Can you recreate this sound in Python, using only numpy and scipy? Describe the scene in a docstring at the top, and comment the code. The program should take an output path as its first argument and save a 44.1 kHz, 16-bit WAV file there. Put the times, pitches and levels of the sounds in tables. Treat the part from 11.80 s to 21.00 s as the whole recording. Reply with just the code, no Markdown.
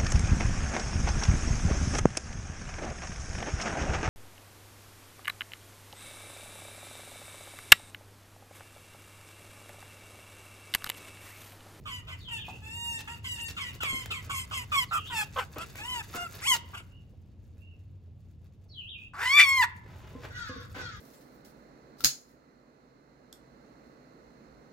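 """Over a low, distant rumble, two foxes run closer through a plastic pipe and dry leaves, chattering in
chirps and whines: vocal folds, clean or chaotic, driving throat resonances. A songbird repeats a phrase,
paws thud, some calls end in a huff, twigs snap. A fox yelps; a second bird whistles farther off.
One fox squeals loudly close by, then scrambles onto a wooden deck, whose boards ring.
Last, two hoarse calls come from the far pens."""
import sys
import numpy as np
from scipy import signal
from scipy.fft import rfft, irfft, next_fast_len
from scipy.io import wavfile
from scipy.ndimage import uniform_filter1d

SR = 44100
rng = np.random.default_rng(int(sys.argv[2]) if len(sys.argv) > 2 else 0)


def wav_record(signal):
    """Record a signal, one row per channel, as 16-bit PCM in the file named by sys.argv[1]."""
    frames = np.transpose(np.atleast_2d(signal))
    bounded = np.clip(frames, -1, 1)
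    # unit amplitude maps onto the largest positive 16-bit level
    quanta = np.round(bounded * 32767).astype(np.int16)
    wavfile.write(sys.argv[1], SR, quanta)


N = 405719

# Table levels are relative. Echo decay: (frequency [Hz], T60 [s])
YARD_T60 = [(200, 0.99), (2200, 0.59), (14000, 0.036)]
# distant rumble: (frequency [Hz], level [dB])
RUMBLE_SPECTRUM = [(15, -57.5), (25, -18.5), (93, 0), (389, -27.5), (1570, -51), (2770, -47.5),
                   (15500, -72)]
# (time [s], level [dB])
RUMBLE_LEVEL = [(0, -45.5), (3, -45), (7.5, -52), (8.4, -45.5)]
# dry leaves: (frequency [Hz], level [dB])
LEAF_SPECTRUM = [(150, -10.5), (400, 4.5), (7000, -5), (15800, -7)]
# leaves underfoot: (time [s], level [dB])
RUNNING_LEVEL = [(0, -67.5), (2.2, -59.5), (3.8, -57.5), (4.3, -50), (4.8, -57), (5.1, -75.5), (6.3, -84),
                 (8.5, -67)]
# lower throat resonance: (frequency [Hz], level [dB])
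THROAT_SPECTRUM = [(250, -39), (480, -20), (800, -1.5), (1100, 2.5), (1500, 5.5), (2300, -38.5)]
# shrill edge of near calls: (frequency [Hz], level [dB])
EDGE_SPECTRUM = [(2900, -25.5), (3700, -1), (4900, 7.5), (6000, 2), (7700, 15), (13000, -3), (15800, -17.5)]
# Brightness: upper throat resonance re lower. Edge: re upper. Push: place of peak effort in the call.
# chirps, barks: (time [s], length [s], first pitch [Hz], last pitch [Hz], settling [s], push [0-1],
#   effort [dB], brightness [dB], edge [dB], roughness [0-1])
CHIRPS = [(0.054, 0.15, 1380, 977, 0.026, 0, -44, 7, -11, 0.22),
          (0.269, 0.086, 1405, 937, 0.059, 0.21, -49.5, 10, -17, 0.63),
          (0.478, 0.12, 1023, 878, 0.048, 0.48, -50.5, 13, -13.5, 0.11),
          (1.273, 0.094, 827, 938, 0.011, 0.15, -46.5, 8, -11, 0.22),
          (1.44, 0.14, 1038, 917, 0.23, 0.11, -53, 19, -6, 0.03),
          (1.574, 0.13, 946, 915, 0.076, 0.12, -55, 21, -7, 0),
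          (1.764, 0.15, 1375, 941, 0.043, 0.1, -46, 12, -15.5, 0.23),
          (2.003, 0.23, 1467, 1043, 0.04, 0, -40, 9.5, -10.5, 0.14),
          (2.302, 0.1, 1410, 1024, 0.042, 0.12, -43.5, 11.5, -13, 0.33),
          (2.494, 0.15, 1238, 1035, 0.041, 0.04, -37, 4, -2.5, 0.24),
          (2.709, 0.13, 1346, 971, .04, 0.08, -37.5, 5, -7.5, 0.35),
          (2.916, 0.12, 1227, 1008, 0.22, 0.36, -29.5, 5, -11, 0.15),
          (3.109, 0.077, 1378, 1299, 0.046, 0.62, -27, -8, -8, 0.43),
          (3.298, 0.13, 1080, 861, 0.038, 0.77, -33.5, 3, -7.5, 0.17),
          (3.559, 0.072, 1150, 819, 0.19, 0.29, -30.5, -5, -13, 0.82),
          (3.757, 0.081, 482, 693, 0.021, 0.69, -40.5, -0.5, -7.5, 0.42),
          (4.336, 0.13, 565, 703.7, 0.0089, 0.54, -33.5, -8.5, -9, 0.11),
          (4.929, 0.088, 827, 681, 0.05, 0.19, -45, 1.5, -9.5, 0.81)]
# foxes' position: (time [s], left port lead [ms], ground bounce delay [ms])
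FOX_PATH = [(2.998, -0.21, 0.98), (3.9, 0.14, 0.93)]
# foxes' echo: (time [s], level [dB])
FOX_ECHO = [(2.2, -8), (3.1, -23.5), (4.7, -16.5)]
# songbird's phrase: (time from onset [s], pitch [Hz], level [dB])
PHRASE = [(0, 5270, -16), (.04, 4150, -3.5), (.075, 3312, -2), (.11, 3076, 10), (.14, 2600, 0),
          (.19, 2950, 2.5), (.22, 3650, 8), (0.279, 2478, 2.5), (.39, 2770, -2.5)]
# its repeats: (time [s], level [dB])
SONGS = [(0.371, -51), (3.059, -51.5), (6.878, -51.5)]
# paws on pipe and ground: (time [s], level [dB], ring [Hz])
PAW_THUDS = [(0.681, -35.5, 839), (2.128, -33, 270), (3.762, -34, 476), (4.348, -33.5, 275)]
# whines: (time [s], length [s], first pitch [Hz], top pitch [Hz], last pitch [Hz], place of top [0-1],
#   push [0-1], effort [dB], brightness [dB], edge [dB], roughness [0-1])
WHINES = [(0.817, 0.39, 865, 938.2, 900, .45, 0.73, -50, 10.4, -8, 0.021),
          (3.948, .265, 741, 1009, 888, 0.56, 0.85, -41, 4, -11, 0.17)]
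# breath after calls: (time [s], level [dB])
HUFFS = [(1.183, -46), (1.678, -43.5), (3.015, -48), (3.41, -46.5), (4.733, -36.5)]
# twigs, leaves snapping: (time [s], level [dB])
SNAPS = [(2.0339, -18.5), (2.259, -25.5), (3.784, -27), (3.956, -32), (4.349, -32.5)]
# yelp: (time [s], pitch [Hz], effort [dB], brightness [dB], roughness [0-1])
YELP_CONTOUR = [(4.615, 493, -49.5, -2, 0.25), (4.648, 737, -50.5, 12.5, 0), (4.678, 1134, -38, 10.5, 0.02),
                (4.735, 966, -32, 6.5, 0.07), (4.75, 938, -30, -2, 0.12)]
# far bird: (time [s], length [s], pitch [Hz], level [dB])
WHISTLES = [(5.088, 0.12, 2740, -63.5), (5.756, 0.21, 2675, -64.5)]
# squeal: (time [s], pitch [Hz], effort [dB], brightness [dB], roughness [0-1])
SQUEAL_CONTOUR = [(7.333, 481.5, -49, -13.5, 0.94), (7.42, 918, -38, 2.5, 0.81),
                  (7.479, 1014, -37.5, 9.5, 0.09), (7.555, 1171, -33.5, 13, 0.08),
                  (7.598, 1169, -32.5, 20.5, 0.06), (7.632, 1172, -44, 27, 0.14),
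                  (7.656, 1097, -35.5, 8.5, 0.04), (7.695, 1088, -32, 8.5, 0.01),
                  (7.757, 1078, -32, 3, 0.04), (7.783, 1041, -28, 5.5, 0), (7.817, 979, -26, -0.5, 0.02),
                  (7.831, 856.4, -30.5, 9, 0.14), (7.843, 963, -26.5, -1.5, 0.31)]
# its piercing edge: (frequency [Hz], level [dB])
SQUEAL_EDGE_SPECTRUM = [(3000, -36), (3500, 16), (4400, 9), (6500, -4.5), (7800, 5), (13000, -12),
                        (15800, -30.5)]
# scramble onto the deck: (time [s], length [s], level [dB])
SCUFFS = [(7.979, 0.62, -58.5), (8.425, 0.046, -45.5), (8.934, 0.098, -46)]
# brushed boards: (frequency [Hz], level [dB])
SCUFF_SPECTRUM = [(100, -28.5), (400, 1), (1900, -4.5), (12000, -29)]
# paws on the deck: (time [s], level [dB])
LANDINGS = [(8.35, -41.5), (8.693, -39), (8.76, -41.5), (8.962, -44)]
# ringing boards: (frequency [Hz], level [dB], T60 [s])
DECK_MODES = [(268, 5, 0.057), (497.4, -1.5, 0.19), (1081, -10, 0.32)]
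# calls from the pens: (time [s], length [s], pitch [Hz], effort [dB], brightness [dB])
FAR_CALLS = [(8.502, 0.34, 497.4, -61.5, 21.5), (8.942, 0.24, 504.4, -65, 23)]
# their shrill edge: (frequency [Hz], level [dB])
FAR_EDGE_SPECTRUM = [(2600, -15), (3700, 14), (7200, -5), (15800, -46)]
# left microphone port re right: (frequency [Hz], phase [rad])
PORT_PHASE = [(4000, 0), (6500, .6), (9500, 3.1), (12200, 5.9), (14300, 6.5)]

CUTOFF_HZ, RING_HZ = 15850, 2642  # band limit; upper throat resonance of the chatter
FLUTTER_DB, SHIMMER_DB = 3.5, 2  # unsteadiness of level; of overtones
WAVER, WAVER_DB, WAVER_HZ = .01, 2.2, 28  # pitch share, brightness, top rate
DOUBLING, STRAIN_PER_DB = 3, .062  # sub-octave gain; breath share when overblown
HISS_HZ, EDGE_RASP = 5500, 1.5
HOLLOW_HZ, HOLLOW_WIDTH_HZ, HOLLOW_DB = 3970, 340, -6.5  # dip between throat and edge
SWELL_DB, FADE_DB = 14.5, 19.5  # effort slopes before and after the push, per call length
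MOUTH_DB, MOUTH_LAG, TREBLE_HOLD = 3, .11, .45  # mouth is widest after the push; treble resists effort
PARTING_DB, PARTING_S = 9.5, .041  # treble held back until the jaws part
RELEASE_DB, RELEASE_S = 9.5, .013  # breath runs out
CLOSING_DB, SLUMP = 9.5, .06  # closing mouth: bass blooms, pitch drops by this share


def amp(db):
    """Decibels to gain."""
    return 10 ** (np.asarray(db) / 20)


def unit_rms(x):
    """Scales to rms 1."""
    return x / np.sqrt(np.mean(x ** 2) + 1e-20)


def steadied(x):
    """Holds the running rms near 1."""
    return x / np.sqrt(abs(uniform_filter1d(x ** 2, size=700)) + 1e-12)


def at_hz(points, hz):
    """Table lookup on a log-frequency axis."""
    f, value = np.transpose(points)
    return np.interp(np.log(hz + 1), np.log(f + 1), value)


def curve(points):
    """(time [s], value) at every sample."""
    return np.interp(np.arange(N) / SR, *np.transpose(points))


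def shaped(x, gain):
    """Filters by gain(frequency)."""
    size = next_fast_len(x.shape[-1] + 1024)
    return irfft(rfft(x, size) * gain(np.fft.rfftfreq(size, 1 / SR)), size)[..., :x.shape[-1]]


def coloured(x, points):
    """Filters by (frequency [Hz], level [dB])."""
    return shaped(x, lambda f: amp(at_hz(points, f)))


def band_noise(count, centre_hz, half_width_hz):
    """Noise with one resonant peak."""
    return shaped(rng.standard_normal(count), lambda f: 1 / (1 + ((f - centre_hz) / half_width_hz) ** 2))


def wander(count, hz):
    """Random drift, rms 1, rolled off above hz."""
    return unit_rms(shaped(rng.standard_normal(count), lambda f: 1 / (1 + (f / hz) ** 4)))


def resonate(x, hz, width_hz):
    """Resonance tracking the curve hz."""
    phase = 2 * np.pi * np.cumsum(hz) / SR
    carrier = np.array([np.cos(phase), np.sin(phase)])
    return (carrier * shaped(carrier * x, lambda f: 1 / (1 + (2 * f / width_hz) ** 2))).sum(0)


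def add(mix, start_s, sound):
    """Mixes sound in at start_s."""
    part = mix[..., max(round(start_s * SR), 0):][..., :sound.shape[-1]]
    part += sound[..., :part.shape[-1]]


def placed(x, lead_ms, ground_ms, shadow_db_per_ms=7, ground=.2, wall=1.0):
    """One port gets low partials earlier and louder; ground and wall bounces ripple the spectrum."""
    wall_s = .006 * rng.uniform(.6, 1.4, (2, 1))

    def ports(f):
        low = 1 / (1 + (f / 4500) ** 6)
        shadow = amp(shadow_db_per_ms * lead_ms * low / (1 + (f / 1800) ** 4))
        left = shadow * np.exp(1j * np.pi * f * low * lead_ms / 1000)
        off_ground = np.exp(-2j * np.pi * f * ground_ms / 1000)
        off_wall = np.exp(-2j * np.pi * f * wall_s)
        bounces = ground * off_ground + wall * (low * off_wall + (1 - low) * off_wall[0])
        return np.array([left, 1 / left]) * (1 + f / (f + 600) * bounces)
    return shaped(x, ports)


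def yard_echo(x, early_db=6, early_s=.035):
    """Strong early scatter from deck and ground, then a thin tail from fences and trees."""
    t = np.arange(SR) / SR
    taps = rng.standard_normal((2, SR)) * (rng.random((2, SR)) < .08) * (t > .004)
    taps *= 1 + amp(early_db) * np.exp(-t / early_s)
    hz, frame_s, spectra = signal.stft(taps, SR, nperseg=256)
    decay = amp(-60 * frame_s / at_hz(YARD_T60, hz)[:, None])
    tail = signal.istft(spectra * decay, SR, nperseg=256)[1]
    return signal.fftconvolve(x[None], tail / np.linalg.norm(tail[0]), axes=1)[:, :N]


def rumble(gain_db=-2, spread_hz=600, hum_hz=88.4, hum_db=-54.5):
    """Distant rumble, near mono in the bass, with a wavering hum."""
    mid, side = rng.standard_normal((2, N))
    side = shaped(side, lambda f: .24 + .2 * f / (f + spread_hz) * f / (f + 150))
    noise = unit_rms(coloured(np.array([mid + side, mid - side]), RUMBLE_SPECTRUM))
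    hum = np.sin(2 * np.pi * np.cumsum(hum_hz + 3 * wander(N, 6)) / SR) * amp(1.6 * wander(N, 4.5))
    return noise * amp(curve(RUMBLE_LEVEL) + gain_db) + amp(hum_db) * unit_rms(hum)


def leaves(clicks_per_s=1100, spread_db=3.5, clump_db=4.5, echo_db=-6):
    """Dry leaves crushed underfoot: tiny uneven crackles in random clumps."""
    crackle, t = np.zeros(N), np.arange(SR // 100) / SR
    for hz in np.geomspace(1500, 13000, num=5):
        hits = rng.random(N) < clicks_per_s / 5 / SR
        sizes = amp(spread_db * np.minimum(rng.exponential(1, N), np.pi))
        crush = band_noise(len(t), hz, hz / 2) * np.exp(-t / .0013)
        crackle += signal.oaconvolve(hits * sizes, crush)[:N]
    clumped = coloured(crackle, LEAF_SPECTRUM) * amp(clump_db * wander(N, 16))
    mono = unit_rms(clumped) * amp(curve(RUNNING_LEVEL))
    return mono + amp(echo_db) * yard_echo(mono)


def scamper(gain_db=-33, thud_hz=330, clump_db=4):
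    """Soft patter of running feet."""
    patter = band_noise(N, thud_hz, half_width_hz=260) * amp(clump_db * wander(N, 25))
    return unit_rms(patter) * amp(curve(RUNNING_LEVEL) / 2 + gain_db)


def vocal_folds(phase, hz, rough, hoarse):
    """Overtones swell and fade singly; in a cracking voice, alternating cycles add a sub-octave."""
    tone = np.zeros(len(phase))
    for k in range(1, 19):
        shimmer = amp(SHIMMER_DB * (2 - 1 / k) * wander(len(phase), 41))
        tone += shimmer * np.cos(k * phase + rng.uniform(0, 2 * np.pi)) * (k * hz < CUTOFF_HZ)
    tone = unit_rms(tone)
    return unit_rms(tone + (rough * tone + DOUBLING * hoarse ** 4) * np.cos(phase / 2))


def fox_voice(contour, ring_hz, edge_db, edge_spectrum, catch, width_hz=1050, highpass_hz=1550, breath=0,
              release_share=.068, waver=WAVER, dull_db=6, jitter=.085, rasp=.55, strain_db=-19):
    """Vocal folds and breath drive two throat resonances and a shrill edge."""
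    s, *columns = np.transpose(contour)
    rise_s, fall_s = .004, .012
    t = np.arange(s[0], s[-1] + fall_s, 1 / SR)
    hz, effort_db, bright_db, hoarse = (np.interp(t, s, c) for c in columns)
    # catch: extra roughness as the folds start and stop
    u = np.linspace(0, 1, len(t))
    starting, stopping = np.exp(-(u / .27) ** 4), np.exp(-((1 - u) / release_share) ** 2)
    rough = np.clip(hoarse + catch * (starting + stopping), 0, 1)
    # unsteady airflow moves pitch and brightness together
    flow = wander(len(t), WAVER_HZ)
    flow = waver * (flow - flow.mean()) * np.sqrt(2 * rough)
    phase = 2 * np.pi * np.cumsum(hz * (1 + flow + jitter * rough * wander(len(t), 220))) / SR
    folds = vocal_folds(phase, hz, rough, hoarse)
    # rough or overblown folds leak puffs of air
    puffs = unit_rms((1 + np.cos(phase)) * rng.standard_normal(len(t)))
    leak = np.clip(rasp * rough + STRAIN_PER_DB * np.maximum(effort_db + bright_db - strain_db, 0), 0, .9)
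    drive = np.sqrt(1 - leak ** 2) * folds + leak * puffs
    hiss = shaped(puffs, lambda f: f ** 4 / (f ** 4 + HISS_HZ ** 4))
    lower = steadied(coloured(drive, THROAT_SPECTRUM))
    ringing = resonate(drive, ring_hz * (hz / np.median(hz)) ** .6, width_hz)  # partly tracks pitch
    upper = steadied(shaped(ringing, lambda f: 1 / (1 + (highpass_hz / (f + 1)) ** 8)))
    edge = steadied(coloured(drive + (breath + EDGE_RASP * rough) * hiss, edge_spectrum))
    edge *= amp(edge_db - dull_db * starting)
    treble = amp(bright_db + WAVER_DB * flow / WAVER) * (upper + edge)
    level_db = effort_db + FLUTTER_DB * rough * np.tanh(wander(len(t), 90))
    gate = np.clip((t - t[0]) / rise_s, 0, 1) * np.clip((t[-1] - t) / fall_s, 0, 1)
    call = gate * amp(level_db) * (lower + treble)
    return shaped(call, lambda f: amp(HOLLOW_DB * np.exp(-((f - HOLLOW_HZ) / HOLLOW_WIDTH_HZ) ** 2)))


def mouthed_call(start_s, length_s, hz, push, level_db, bright_db, edge_db, rough, catch):
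    """Effort swells to a push and fades while the mouth opens and shuts."""
    u = np.linspace(0, 1, len(hz))
    t = u * length_s
    ending = np.exp((t - length_s) / RELEASE_S)
    effort_db = -SWELL_DB * np.maximum(push - u, 0) - FADE_DB * np.maximum(u - push, 0)
    effort_db -= RELEASE_DB * ending
    widest = np.clip(push + MOUTH_LAG, .05, .95)
    mouth = np.sin(np.interp(u, [0, widest, 1], [0, np.pi / 2, np.pi]))
    upper_db = bright_db + MOUTH_DB * (mouth - 1) - TREBLE_HOLD * effort_db
    upper_db -= PARTING_DB * np.exp(-t / PARTING_S)
    bloom_db = CLOSING_DB * ending
    contour = np.column_stack([start_s + t, hz * (1 - SLUMP * ending), level_db + effort_db + bloom_db,
                               upper_db - bloom_db, np.full(len(u), rough)])
    return start_s, fox_voice(contour, RING_HZ, edge_db, EDGE_SPECTRUM, catch)


def chirp(start_s, length_s, first_hz, last_hz, settle_s, *voice):
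    """Pitch leaps out and settles, fast at first."""
    decay = np.exp(-np.linspace(0, length_s, num=40) / settle_s)
    hz = last_hz + (first_hz - last_hz) * (decay - decay[-1]) / (1 - decay[-1])
    return mouthed_call(start_s, length_s, hz, *voice, catch=.42)


def chatter():
    """Chirps, whines and the yelp, placed along the foxes' path."""
    direct, mono = np.zeros((2, N)), np.zeros(N)
    s, lead_ms, ground_ms = np.transpose(FOX_PATH)
    for start_s, call in [chirp(*row) for row in CHIRPS] + [whine(*row) for row in WHINES] + [yelp()]:
        add(direct, start_s, placed(call, np.interp(start_s, s, lead_ms), np.interp(start_s, s, ground_ms)))
        add(mono, start_s, call)
    return direct + yard_echo(mono * amp(curve(FOX_ECHO)))


def whistle(hz, warble):
    """Pure tone with a fast random warble."""
    return unit_rms(np.sin(2 * np.pi * np.cumsum(hz * (1 + warble * wander(len(hz), 130))) / SR))


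def songbird(warble=.02, buzz=.13, buzz_s=.035):
    """Repeated whistled phrase, opening with an airy buzz."""
    mono = np.zeros(N)
    s, hz, level_db = np.transpose(PHRASE)
    t = np.arange(0, s[-1], 1 / SR)
    for start_s, db in SONGS:
        notes = whistle(np.interp(t, s, hz), warble + buzz * np.exp(-t / buzz_s))
        add(mono, start_s, amp(db + np.interp(t, s, level_db)) * notes * signal.windows.tukey(len(t), .1))
    return mono


def birds(direct_db=-7, echo_db=-3):
    """Both birds, smeared by the trees."""
    near, far = songbird(), far_bird()
    return amp(direct_db) * (near + far / 2) + amp(echo_db) * yard_echo(near + far)


def thuds_and_snaps(paw_db=-4, paw_s=.018, snap_db=-7, snap_s=.0023, echo_db=-9):
    """Paws thud on pipe and ground; twigs crack."""
    mono, t = np.zeros(N), np.arange(SR // 5) / SR
    for s, db, hz in PAW_THUDS:
        thud = steadied(band_noise(len(t), hz, half_width_hz=170))
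        add(mono, s, amp(db + paw_db) * thud * np.exp(-t / paw_s) * (1 - np.exp(-t / .0004)))
    for s, db in SNAPS:
        crack = unit_rms(coloured(rng.standard_normal(len(t)), LEAF_SPECTRUM))
        add(mono, s, amp(db + snap_db) * crack * np.exp(-t / snap_s))
    return mono + amp(echo_db) * yard_echo(mono)


def whine(start_s, length_s, first_hz, top_hz, last_hz, top, *voice):
    """Pitch climbs smoothly, then droops ever faster."""
    u = np.linspace(0, 1, num=40)
    climb = np.sin(np.pi / 2 * np.interp(u, [0, top], [1, 0])) ** 2
    droop = np.interp(u, [top, 1], [0, 1]) ** 1.9
    hz = top_hz - (top_hz - first_hz) * climb - (top_hz - last_hz) * droop
    return mouthed_call(start_s, length_s, hz, *voice, catch=.18)


def huffs(length_s=.043, centre_hz=4300, width_hz=2800):
    """Remaining breath rasps out as the voice breaks off."""
    mono, count = np.zeros(N), round(length_s * SR)
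    for s, db in HUFFS:
        rush = shaped(rng.standard_normal(count), lambda f: 1 / np.hypot(1, (f - centre_hz) / width_hz))
        rasp = unit_rms(rush * amp(FLUTTER_DB * wander(count, 220)))
        add(mono, s, amp(db) * rasp * signal.windows.tukey(count))
    return mono + yard_echo(mono * amp(curve(FOX_ECHO)))


def yelp(edge_db=-6.5):
    """Clear cry: scoops up, swells, snaps shut."""
    return YELP_CONTOUR[0][0], fox_voice(YELP_CONTOUR, RING_HZ, edge_db, EDGE_SPECTRUM, catch=0, dull_db=-5)


def far_bird(warble=.02, arch=.099):
    """Faint whistles, arched in pitch and level."""
    mono = np.zeros(N)
    for start_s, length_s, hz, db in WHISTLES:
        swell = np.sin(np.linspace(0, np.pi, round(length_s * SR)))
        add(mono, start_s, amp(db) * swell * whistle(hz * (1 + arch * (swell - .5)), warble))
    return mono


def squeal(ring_hz=1960, edge_db=-14, echo_db=-16):
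    """Close squeal: hoarse, overblown at the top, then pure."""
    mono = np.zeros(N)
    call = fox_voice(SQUEAL_CONTOUR, ring_hz, edge_db, SQUEAL_EDGE_SPECTRUM, catch=.2,
                     breath=.38, release_share=.04, waver=.004, dull_db=-3.5)
    add(mono, SQUEAL_CONTOUR[0][0], call)
    return placed(mono, lead_ms=.07, ground_ms=.82, ground=0, wall=.68) + amp(echo_db) * yard_echo(mono)


def scuffs(grain_db=3):
    """Paws and fur brush the boards in grainy strokes."""
    mono = np.zeros(N)
    for start_s, length_s, db in SCUFFS:
        count = round(length_s * SR)
        rub = coloured(rng.standard_normal(count), SCUFF_SPECTRUM) * amp(grain_db * wander(count, 98))
        add(mono, start_s, amp(db) * unit_rms(rub) * signal.windows.tukey(count))
    return mono + yard_echo(mono) / 2


def deck(detune=.0217, attack_s=.0015):
    """Landing paws thump the boards and set them ringing."""
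    mono, t = np.zeros(N), np.arange(SR // 2) / SR
    for s, db in LANDINGS:
        ring = sum(amp(mode_db - 60 * t / t60_s) * np.sin(2 * np.pi * hz * rng.normal(1, detune) * t)
                   for hz, mode_db, t60_s in DECK_MODES)
        add(mono, s, amp(db) * ring * (1 - np.exp(-t / attack_s)))
    return mono + yard_echo(mono) / 2


def far_fox(ring_hz=1330, edge_db=-4.5, rough=.2, swell_s=.06, swell_db=9,
            fade_db_per_s=51.5, sag_hz_per_s=630, direct_db=-4, echo_db=-5):
    """Raspy, nasal calls from the pens swell, sag and fade, half lost in echo."""
    mono = np.zeros(N)
    for start_s, length_s, hz, level_db, bright_db in FAR_CALLS:
        t = np.linspace(0, length_s, num=30)
        past_s = np.maximum(t - swell_s, 0)
        effort_db = level_db - swell_db * np.maximum(1 - t / swell_s, 0) - fade_db_per_s * past_s
        columns = np.broadcast_arrays(start_s + t, hz - sag_hz_per_s * past_s, effort_db, bright_db, rough)
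        call = fox_voice(np.column_stack(columns), ring_hz, edge_db, FAR_EDGE_SPECTRUM, catch=.2,
                         width_hz=660, highpass_hz=1270)
        add(mono, start_s, call)
    return amp(direct_db) * placed(mono, lead_ms=.19, ground_ms=.51) + amp(echo_db) * yard_echo(mono)


def scene():
    """Stereo sum of the yard."""
    voices = chatter() + huffs() + squeal() + far_fox() + birds()
    return voices + thuds_and_snaps() + deck() + scuffs() + leaves() + scamper() + rumble()


def record(dry):
    """Treble phase shift between the microphone ports, then the band limit."""
    shifted = shaped(dry, lambda f: np.array([np.exp(1j * at_hz(PORT_PHASE, f)), np.ones(len(f))]))
    lowpass = signal.firwin(511, CUTOFF_HZ, window=("kaiser", 9), fs=SR)
    return signal.oaconvolve(shifted, lowpass[None], "same")


dry = scene()
out = record(dry)
wav_record(out)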